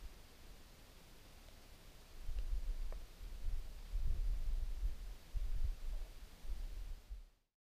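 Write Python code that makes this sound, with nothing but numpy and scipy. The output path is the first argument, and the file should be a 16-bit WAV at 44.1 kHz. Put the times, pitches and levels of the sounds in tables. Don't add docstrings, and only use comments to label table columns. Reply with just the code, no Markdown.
import sys
import numpy as np
from scipy import signal
from scipy.fft import rfft, irfft
from scipy.io import wavfile

SR = 44100
rng = np.random.default_rng(int(sys.argv[2]) if len(sys.argv) > 2 else 0)


def output_pcm(signal):
    pcm = np.clip(np.atleast_2d(signal).T, -1, 1) * 32767
    wavfile.write(sys.argv[1], SR, np.round(pcm).astype(np.int16))


N = 335601
TIME = np.arange(N) / SR
BINS_HZ = np.fft.rfftfreq(N, 1 / SR)

# frequency_hz, relative_db
HISS_COLOUR = [(30, 13.5), (100, 13), (170, 11.5), (300, 7.5), (600, 5.5), (900, 1.5), (1500, -0.5),
               (3000, -1), (4400, -1.5), (6000, -5.5), (8000, -8.5), (11000, -11), (13800, -10),
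               (15200, -14)]
# centre_hz, width_hz, level_over_hiss_db
WHINE_BANDS = [(4755, 91, 1), (9440, 110, 4.5), (12228, 9, -0.5), (13700, 28, 8), (14265, 160, 5)]
# frequency_hz, relative_db
RUSTLE_TONE = [(250, -20), (480, 1), (610, 7), (780, 0), (1300, -21), (3000, -44)]
# start_s, peak_db, pitch_ratio
TICK_HITS = [(1.486, -44.5, 1.26), (1.4875, -55, 1.16), (2.3873, -39.5, 1)]
# pitch_hz, relative_db, t60_s
TICK_RING = [(520, -2, 0.015), (1700, -7, .006), (2840, 0.5, .005), (3900, -7, 0.0042), (4960, -10, 0.0046)]
# start_s, level_db
KNOCK_HITS = [(2.9246, -36.5), (2.9264, -39.5), (2.9354, -52)]
# pitch_hz, relative_db, t60_s
KNOCK_RING = [(485, -16, .02), (550, -7, 0.04), (640, 1, 0.035), (825, 7, 0.017), (1035, -0.5, 0.013),
              (1310, 0, 0.011), (1810, -1, 0.016)]
# start_s, length_s, rumble_db, flutter_db
GUST_CUES = [(0.0, 0.056, -46, -60), (0.45, 0.067, -52.5, -71), (2.106, 0.14, -49.5, -66),
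             (2.247, 0.63, -40, -67.5), (2.926, 0.061, -45, -79), (3.185, 0.3, -48.5, -61.5),
             (3.407, 0.15, -38.5, -52.5), (3.626, 0.49, -49.5, -67), (3.908, 0.72, -37, -53.5),
             (4.025, 0.074, -30.5, -47.5), (4.632, 0.12, -42.5, -72), (4.801, 0.088, -35, -52.5),
             (4.994, 0.11, -46.5, -76), (5.324, 0.2, -38, -56.5), (5.514, 0.13, -34.5, -51.5),
             (5.787, 0.22, -42.5, -66), (6.113, 0.11, -51, -80), (6.418, 0.23, -42.5, -66),
             (6.678, 0.25, -44.5, -57), (7.083, 0.068, -37, -58.5)]
# frequency_hz, relative_db
RUMBLE_COLOUR = [(10, -11.5), (20, 1), (29, 1), (42, -3.5), (55, -14), (72, -29.5), (120, -49), (300, -82)]
# frequency_hz, relative_db
FLUTTER_COLOUR = [(30, -20), (55, 1), (72, 5), (95, -5), (125, -15.5), (180, -27), (350, -29.5), (600, -35),
                  (1500, -58.5)]
# centre_s, peak_db, pitch_hz
BUFFET_HITS = [(0.054, -46, 30.2), (2.291, -40, 48.7), (2.533, -35.5, 35), (4.078, -33, 61),
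               (5.371, -37.5, 50.3), (5.565, -41, 64.6), (5.651, -30, 43)]


def gain_of(db):
    return 10 ** (np.asarray(db) / 20)


def colour(points):
    hz, db = np.transpose(points)
    return gain_of(np.interp(np.log(BINS_HZ + 1), np.log(hz + 1), db))


def noise(eq):
    filtered = irfft(rfft(rng.standard_normal(N)) * eq, N)
    return filtered / np.sqrt(np.mean(filtered ** 2) + 1e-20)


def wander(rate_hz):
    return noise(1 / (1 + (BINS_HZ / rate_hz) ** 4))


def swell(start_s, length_s, rise_s, decay_s):
    t = TIME - start_s
    attack = np.sin(np.pi / 2 * np.clip(t / rise_s, 0, 1)) ** 2
    return attack * np.exp(-np.maximum(t - length_s, 0) / decay_s)


def add(mix, start_s, sound):
    part = mix[round(start_s * SR):][:len(sound)]
    part += sound[:len(part)]


def hiss(level_db=-63, waver_db=0.29):
    whine_power = sum(gain_of(db) ** 2 * np.exp(-np.log(2) * (2 * (BINS_HZ - hz) / width_hz) ** 2)
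                      for hz, width_hz, db in WHINE_BANDS)
    bed = noise(colour(HISS_COLOUR) * np.sqrt(1 + whine_power))
    return bed * gain_of(level_db + waver_db * wander(rate_hz=32))


def rustle(level_db=-70.5):
    stroke = swell(start_s=5.9, length_s=0.16, rise_s=0.032, decay_s=0.031)
    return noise(colour(RUSTLE_TONE)) * gain_of(level_db) * stroke


def tap(modes, peak_db, pitch_ratio=1):
    t = np.arange(SR // 8) / SR
    ring = sum(gain_of(db - 60 * t / t60_s) * np.sin(2 * np.pi * hz * pitch_ratio * t)
               for hz, db, t60_s in modes)
    return -gain_of(peak_db) * ring / np.abs(ring).max()


def gear(contact_s=0.00036):
    mix = np.zeros(N)
    for start_s, db, pitch_ratio in TICK_HITS:
        add(mix, start_s, tap(TICK_RING, db, pitch_ratio))
    contact = signal.windows.hann(int(contact_s * SR))
    for start_s, db in KNOCK_HITS:
        add(mix, start_s, np.convolve(tap(KNOCK_RING, db), contact / contact.sum()))
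    return mix


def airflow(gusts_db, breeze_db):
    gusts = (gain_of(db) * swell(start_s, length_s, rise_s=0.051, decay_s=0.071)
             for (start_s, length_s, *_), db in zip(GUST_CUES, gusts_db))
    return np.sqrt(gain_of(breeze_db) ** 2 + sum(gust ** 2 for gust in gusts))


def eddies(strength, tone, levelling_s, flicker_db):
    pressure = noise(colour(tone))
    window = signal.windows.hann(int(2 * levelling_s * SR))
    power = signal.fftconvolve(pressure ** 2, window / window.sum(), "same")
    levelled = pressure / np.sqrt(np.abs(power) + 1e-6)
    return levelled * strength * gain_of(flicker_db * wander(rate_hz=12))


def buffets():
    mix = np.zeros(N)
    for centre_s, peak_db, pitch_hz in BUFFET_HITS:
        phase = 2 * np.pi * pitch_hz * (TIME - centre_s)
        mix -= gain_of(peak_db) * phase * np.exp((1 - phase ** 2) / 2)
    return mix


def wind():
    _, _, rumble_db, flutter_db = np.transpose(GUST_CUES)
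    rumble_swell = airflow(rumble_db, breeze_db=-60)
    flutter_swell = airflow(flutter_db, breeze_db=-71.5)
    rumble = eddies(rumble_swell, RUMBLE_COLOUR, levelling_s=0.056, flicker_db=1.7)
    flutter = eddies(flutter_swell, FLUTTER_COLOUR, levelling_s=0.054, flicker_db=2.5)
    return rumble + flutter + buffets()


def scene():
    return (wind() + hiss() + gear() + rustle())[None]


def record(dry):
    fade_start_s, fade_length_s, cutoff_hz = 6.614, 0.99, 15270
    fade = np.cos(np.pi / 2 * np.clip((TIME - fade_start_s) / fade_length_s, 0, 1)) ** 2
    low_pass = signal.firwin(1023, cutoff_hz, window=("kaiser", 9), fs=SR)
    return signal.oaconvolve(dry * fade, low_pass[None], "same")


dry = scene()
out = record(dry)
output_pcm(out)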